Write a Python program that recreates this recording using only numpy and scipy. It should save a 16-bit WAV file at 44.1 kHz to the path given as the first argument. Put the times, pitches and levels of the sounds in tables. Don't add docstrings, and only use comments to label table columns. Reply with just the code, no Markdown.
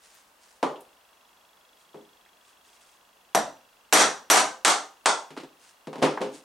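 import sys
import numpy as np
from scipy import signal
from scipy.fft import rfft, irfft
from scipy.io import wavfile
from scipy.ndimage import uniform_filter1d, minimum_filter1d

SR = 44100
rng = np.random.default_rng(int(sys.argv[2]) if len(sys.argv) > 2 else 0)


def persist_wave(psi):
    counts = np.round(np.clip(psi, -1, 1) * 32767).astype(np.int16)
    wavfile.write(sys.argv[1], SR, np.atleast_2d(counts).T)


N = 284004
TAIL_SAMPLES = 32768

# freq_hz, t60_s
ROOM_DECAY = [(100, 0.42), (320, 0.36), (840, 0.37), (2200, 0.3), (5800, 0.33), (9000, 0.28), (14000, 0.16)]
# freq_hz, side_gain_db
STEREO_WIDTH = [(50, -14), (140, -29), (300, -16.5), (600, -11), (1100, -7), (2500, -6.5), (5000, -9),
                (9000, -9.5), (13000, -50)]
# freq_hz, relative_db
AIR_SPECTRUM = [(15, -33), (25, -9.5), (55, -8), (133, -13.5), (194, -5), (316, -6), (527, -1.5),
                (572, -0.5), (1040, 1.5), (2390, -9), (2730, -6), (2970, -7), (3300, -9.5), (4100, -10),
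                (15800, -17)]
# pitch_hz, delay_s, half_length_s, relative_db
FOCUS_PINGS = [(2746, 0.00077, 0.0018, -1), (3334, 0.004, 0.0031, -2), (3870, 0.002, 0.00075, -3.5)]
# time_s, tilt_db
PING_TILT = [(0.8, -3), (1.9, 7), (3.3, -2), (4.0, -5), (6.0, -3)]
# start_s, length_s, level_db
HAND_RUBS = [(0.0, 0.2, -59), (0.388, 0.14, -60), (1.757, 0.036, -64), (2.416, 0.089, -64),
             (2.62, 0.31, -63.5), (5.572, 0.13, -59), (6.305, 0.045, -51)]
# freq_hz, relative_db
RUB_SPECTRUM = [(500, -14), (1500, 0), (3000, -2), (6500, -1), (9500, -2), (15000, -35)]
# start_s, level_db, centre_hz, half_width_hz
SHORT_RESONANCES = [(0.146, -69, 13000, 3000), (0.630, -32.5, 940, 254), (0.759, -61, 2970, 600),
                    (0.807, -63.5, 9800, 3500), (2.261, -68, 1920, 400), (3.349, -22, 730, 168),
                    (5.375, -43, 330, 69.6), (5.3731, -49.5, 1430, 250), (5.377, -59, 4170, 500),
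                    (6.174, -37, 900, 257), (6.174, -48, 1740, 200)]
# start_s, force_db, bass_db, treble_db, crack_over_tail_db, ring_db
BENCH_KNOCKS = [(0.6284, -23, -2, -8.5, 8.5, -10), (1.9434, -43, 11.5, -6, 3, -4),
                (5.3055, -49.5, 5, 4.5, 9, -4), (5.3660, -49.5, -11.5, -5, 13, -17),
                (5.3747, -42, 7.5, 5.5, 7.5, -15), (5.401, -52.5, 9, 8, 10, -12),
                (5.4340, -52.5, 10, 0, 15, 0), (5.8711, -41.5, 15, -1.5, 11.5, -1.5),
                (5.9300, -41, -14, -5.5, 7.5, -25), (5.9570, -45, 5, -5.5, 13.5, -19),
                (5.9810, -41.5, 4, -0.5, 3, -3.5), (6.0186, -35, 8, -7, 12, -19),
                (6.0244, -14.5, 3, -2, -0.5, -12), (6.2070, -42.5, 17.5, -4, 16, -5),
                (6.2145, -26, 11.5, -1.5, 4.5, -7)]
# freq_hz, relative_db
KNOCK_SPECTRUM = [(30, -68), (60, -47), (110, -40), (145, -14), (190, -16.5), (280, -4), (500, -3.5),
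                  (700, -4), (930, -4.5), (1400, -13), (3000, -16.5), (9000, -30), (12500, -58),
                  (15500, -72)]
# pitch_hz, relative_db, t60_s
BENCH_MODES = [(153.7, -3, 0.25), (224, -13, 0.41), (254, -0.5, 0.11), (270.6, 3.5, 0.23), (319, -3, 0.23),
               (355, 3, 0.14), (411, 5, 0.36), (454, -1, 0.26), (520, 0.5, 0.28), (639, 4.5, 0.089),
               (874, -13, 0.24), (920, -33, 0.56), (1120, -28, 0.5)]
# start_s, relative_db
JAW_CLINKS = [(3.3516, -18.5), (3.934, -0.5), (4.31, -4.5), (4.313, -7)]
# centre_hz, half_width_hz, relative_db
JAW_RESONANCES = [(5680, 130, -6.5), (5880, 82, 5.5), (9550, 110, -7), (11420, 150, -2.5)]
# pitch_hz, relative_db, t60_s
JAW_MODES = [(5717, -3, .36), (5765, -6, .33), (5821, -3, .38), (5965, -7, .36), (6558, -7, .34),
             (9815, -10, .3)]
# start_s, force_db, bass_db, treble_db, top_db, crack_over_tail_db, ring_db
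MALLET_BLOWS = [(3.3485, -21, 6, -4, -2, 13, -1), (3.9258, 3, -1, 1, 3.5, -2.5, -13),
                (4.3005, 0, -6.5, -1, 4.5, 2, -13.5), (4.6486, -12, -10.5, 2, 2, 10, -21),
                (4.6725, -17, -9.5, -2, -5, 12.5, -18), (4.6790, -18, -4, -3.5, 2.5, 11, -25.5),
                (5.0580, -14.5, -11.5, -3.5, -10.5, 14, -11)]
# freq_hz, relative_db
BLOW_SPECTRUM = [(21, -54.5), (50, -34), (100, -30.5), (179, -15.5), (298, -6.5), (356, -7.5), (415, -4),
                 (484, -8), (765, -3), (1340, -3.5), (2670, -10), (4330, -11.5), (4920, -13.5),
                 (5880, -11.5), (8620, -11), (15500, -45)]
# pitch_hz, relative_db, t60_s
MOULD_MODES = [(215, -15, 0.22), (254, -16.5, 0.23), (311.7, -6.5, 0.3), (410, -21, 0.36), (467, -6, 0.24),
               (522, -24, 0.66), (635, -5, .28), (692, -8, .26), (752, -2, .25), (876, -9, .28),
               (1080, -9, 0.35), (1268, -17, 0.25), (1401, -7, 0.13), (1930, -19, 0.22)]


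def from_db(db):
    return 10 ** (np.asarray(db) / 20)


def at_hz(points, hz):
    known_hz, values = np.transpose(points)
    return np.interp(np.log(np.maximum(hz, 1)), np.log(known_hz), values)


def bins_hz(size):
    return np.arange(size // 2 + 1) * SR / size


def add(out, start_s, sound):
    start = round(start_s * SR)
    out[:, start:start + TAIL_SAMPLES] += sound[:, :N - start]


def shaped(x, spectrum):
    size = x.shape[-1]
    return irfft(rfft(x) * from_db(at_hz(spectrum, bins_hz(size))), size)


def stereo(mid, side):
    side = shaped(side, STEREO_WIDTH)
    return np.array([mid + side, mid - side])


def minimum_phase(gain):
    cepstrum = irfft(np.log(gain + 1e-9))
    cepstrum[1:TAIL_SAMPLES // 2] *= 2
    cepstrum[TAIL_SAMPLES // 2 + 1:] = 0
    return np.exp(rfft(cepstrum))


def resonance(hz, centre_hz, half_width_hz):
    return 1 / (1 + ((hz ** 2 - centre_hz ** 2) / (2 * half_width_hz * np.maximum(hz, 1))) ** 2)


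def air(level_db=-60.5):
    mid, side = shaped(rng.standard_normal((2, N)), AIR_SPECTRUM)
    noise = stereo(mid, from_db(3.5) * side)
    return from_db(level_db) * noise / noise.std()


def reflections(build_s=0.0037):
    t = np.arange(TAIL_SAMPLES) / SR
    white = rfft(rng.standard_normal((2, TAIL_SAMPLES)))
    centres_hz, t60s_s = np.transpose(ROOM_DECAY)
    out = 0
    for weights, t60_s in zip(np.eye(len(centres_hz)), t60s_s):
        band_gain = at_hz(list(zip(centres_hz, weights)), bins_hz(TAIL_SAMPLES))
        out += irfft(white * band_gain) * from_db(-60 * t / t60_s)
    return out * (1 - np.exp(-t / build_s))


def lens_ticks(start_s=0.77, step_s=0.04, level_db=-58, scatter_db=0.5):
    t = np.arange(N) / SR
    step, within_s = np.divmod(t - start_s + step_s / 2, step_s)
    step = step.astype(int)
    tilt_db = np.interp(t, *np.transpose(PING_TILT))
    out = 0
    for (hz, delay_s, half_length_s, db), lean in zip(FOCUS_PINGS, (-0.5, 0.5, 0.5)):
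        force, detune, phase = rng.standard_normal((step[-1] + 1, 3))[step].T
        age_s = within_s - step_s / 2 - delay_s
        envelope = np.exp(-(age_s / half_length_s) ** 2)
        tone = np.sin(2 * np.pi * (hz * (1 + 0.011 * detune) * age_s + phase))
        out += from_db(level_db + db + lean * tilt_db + scatter_db * force) * envelope * tone
    return out * (step >= 0)


def hand_rubs(grains_per_s=5000, attack_s=0.05, release_s=0.049, grip_db=2.0, grip_step_s=0.03):
    grains = rng.standard_normal((2, N)) * (rng.random(N) < grains_per_s / SR)
    friction = stereo(*shaped(grains, RUB_SPECTRUM))
    t, pressure = np.arange(N) / SR, 0
    for start_s, length_s, level_db in HAND_RUBS:
        swell = np.clip((t - start_s) / attack_s, 0, 1)
        fade = np.exp(-np.maximum(t - start_s - length_s, 0) / release_s)
        pressure += from_db(level_db) * swell * fade
    grip = np.interp(t / grip_step_s, np.arange(N), rng.standard_normal(N))
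    return pressure * from_db(grip_db * grip) * friction / friction.std()


def impact(room, spectrum_db, crack_db, crack_t60_s, room_share=0.43):
    t = np.arange(TAIL_SAMPLES) / SR
    mid, side = np.sqrt(room_share) * room + np.sqrt(1 - room_share) * reflections()
    crack = rng.standard_normal((2, TAIL_SAMPLES)) * from_db(crack_db - 60 * t / crack_t60_s)
    mid, side = mid + crack[0], side + from_db(-16) * crack[1]
    power = uniform_filter1d(abs(rfft(mid)) ** 2, size=110)
    whitening = np.sqrt(power.mean() / power)
    gain = from_db(spectrum_db)
    gain /= np.sqrt(np.mean(gain ** 2))
    return irfft(rfft(stereo(mid, side)) * minimum_phase(gain * whitening))


def ring(modes, scatter_db=4.0, stereo_spread_rad=0.29, attack_s=0.0065):
    t, out = np.arange(TAIL_SAMPLES) / SR, 0
    for hz, db, t60_s in modes:
        phase_rad = rng.uniform(0, 2 * np.pi) + stereo_spread_rad * rng.standard_normal((2, 1))
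        envelope = from_db(db - scatter_db * rng.standard_normal() - 60 * t / t60_s)
        out += envelope * np.sin(2 * np.pi * hz * t + phase_rad)
    return out * (1 - np.exp(-t / attack_s))


def strikes(room, contacts, spectrum, modes, crack_t60_s):
    out, hz = np.zeros((2, N)), bins_hz(TAIL_SAMPLES)
    for start_s, force_db, bass_db, treble_db, top_db, crack_db, ring_db in contacts:
        hardness = [(220, bass_db), (700, 0.0046), (1050, 0), (1600, 0.75 * treble_db),
                    (2300, treble_db), (8500, treble_db), (12500, top_db)]
        hit = impact(room, at_hz(spectrum, hz) + at_hz(hardness, hz), crack_db, crack_t60_s)
        add(out, start_s, from_db(force_db) * (hit + from_db(ring_db) * ring(modes)))
    return out


def short_resonances(room):
    out, hz = np.zeros((2, N)), bins_hz(TAIL_SAMPLES)
    for start_s, level_db, centre_hz, half_width_hz in SHORT_RESONANCES:
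        spectrum_db = 20 * np.log10(resonance(hz, centre_hz, half_width_hz))
        burst = impact(room, spectrum_db, crack_db=12.5, crack_t60_s=0.053)
        add(out, start_s, from_db(level_db) * burst)
    return out


def bench_knocks(room, top_over_treble_db=13.5):
    knocks = [(start_s, force_db, bass_db, treble_db, treble_db + top_over_treble_db, crack_db, ring_db)
              for start_s, force_db, bass_db, treble_db, crack_db, ring_db in BENCH_KNOCKS]
    return strikes(room, knocks, KNOCK_SPECTRUM, BENCH_MODES, crack_t60_s=0.062)


def vice_clinks(room):
    out, hz = np.zeros((2, N)), bins_hz(TAIL_SAMPLES)
    steel_gain = sum(from_db(db) * resonance(hz, centre_hz, half_width_hz)
                     for centre_hz, half_width_hz, db in JAW_RESONANCES)
    for start_s, db in JAW_CLINKS:
        clink = from_db(-20) * impact(room, 20 * np.log10(steel_gain), crack_db=25, crack_t60_s=0.033)
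        add(out, start_s, from_db(db) * (clink + from_db(-22) * ring(JAW_MODES)))
    return out


def mallet_blows(room):
    return strikes(room, MALLET_BLOWS, BLOW_SPECTRUM, MOULD_MODES, crack_t60_s=0.05)


def scene():
    room = reflections()
    impacts = mallet_blows(room) + bench_knocks(room) + vice_clinks(room) + short_resonances(room)
    return impacts + hand_rubs() + lens_ticks() + air()


def limiter(x, threshold_db=-6.5, release_db_per_s=330, firmness=0.91, window_samples=45):
    peak_db = 20 * np.log10(abs(x).max(axis=0) + 1e-9)
    over_db = np.maximum(peak_db - threshold_db, 0)
    ramp_db = release_db_per_s * np.arange(N) / SR
    duck_db = firmness * (np.maximum.accumulate(over_db + ramp_db) - ramp_db)
    held_db = minimum_filter1d(-duck_db, size=window_samples)
    return x * from_db(uniform_filter1d(held_db, size=window_samples))


def record(dry, cutoff_hz=15900):
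    low_pass = signal.ellip(12, .1, 90, cutoff_hz, fs=SR, output="sos")
    return signal.sosfilt(low_pass, limiter(dry))


dry = scene()
out = record(dry)
persist_wave(out)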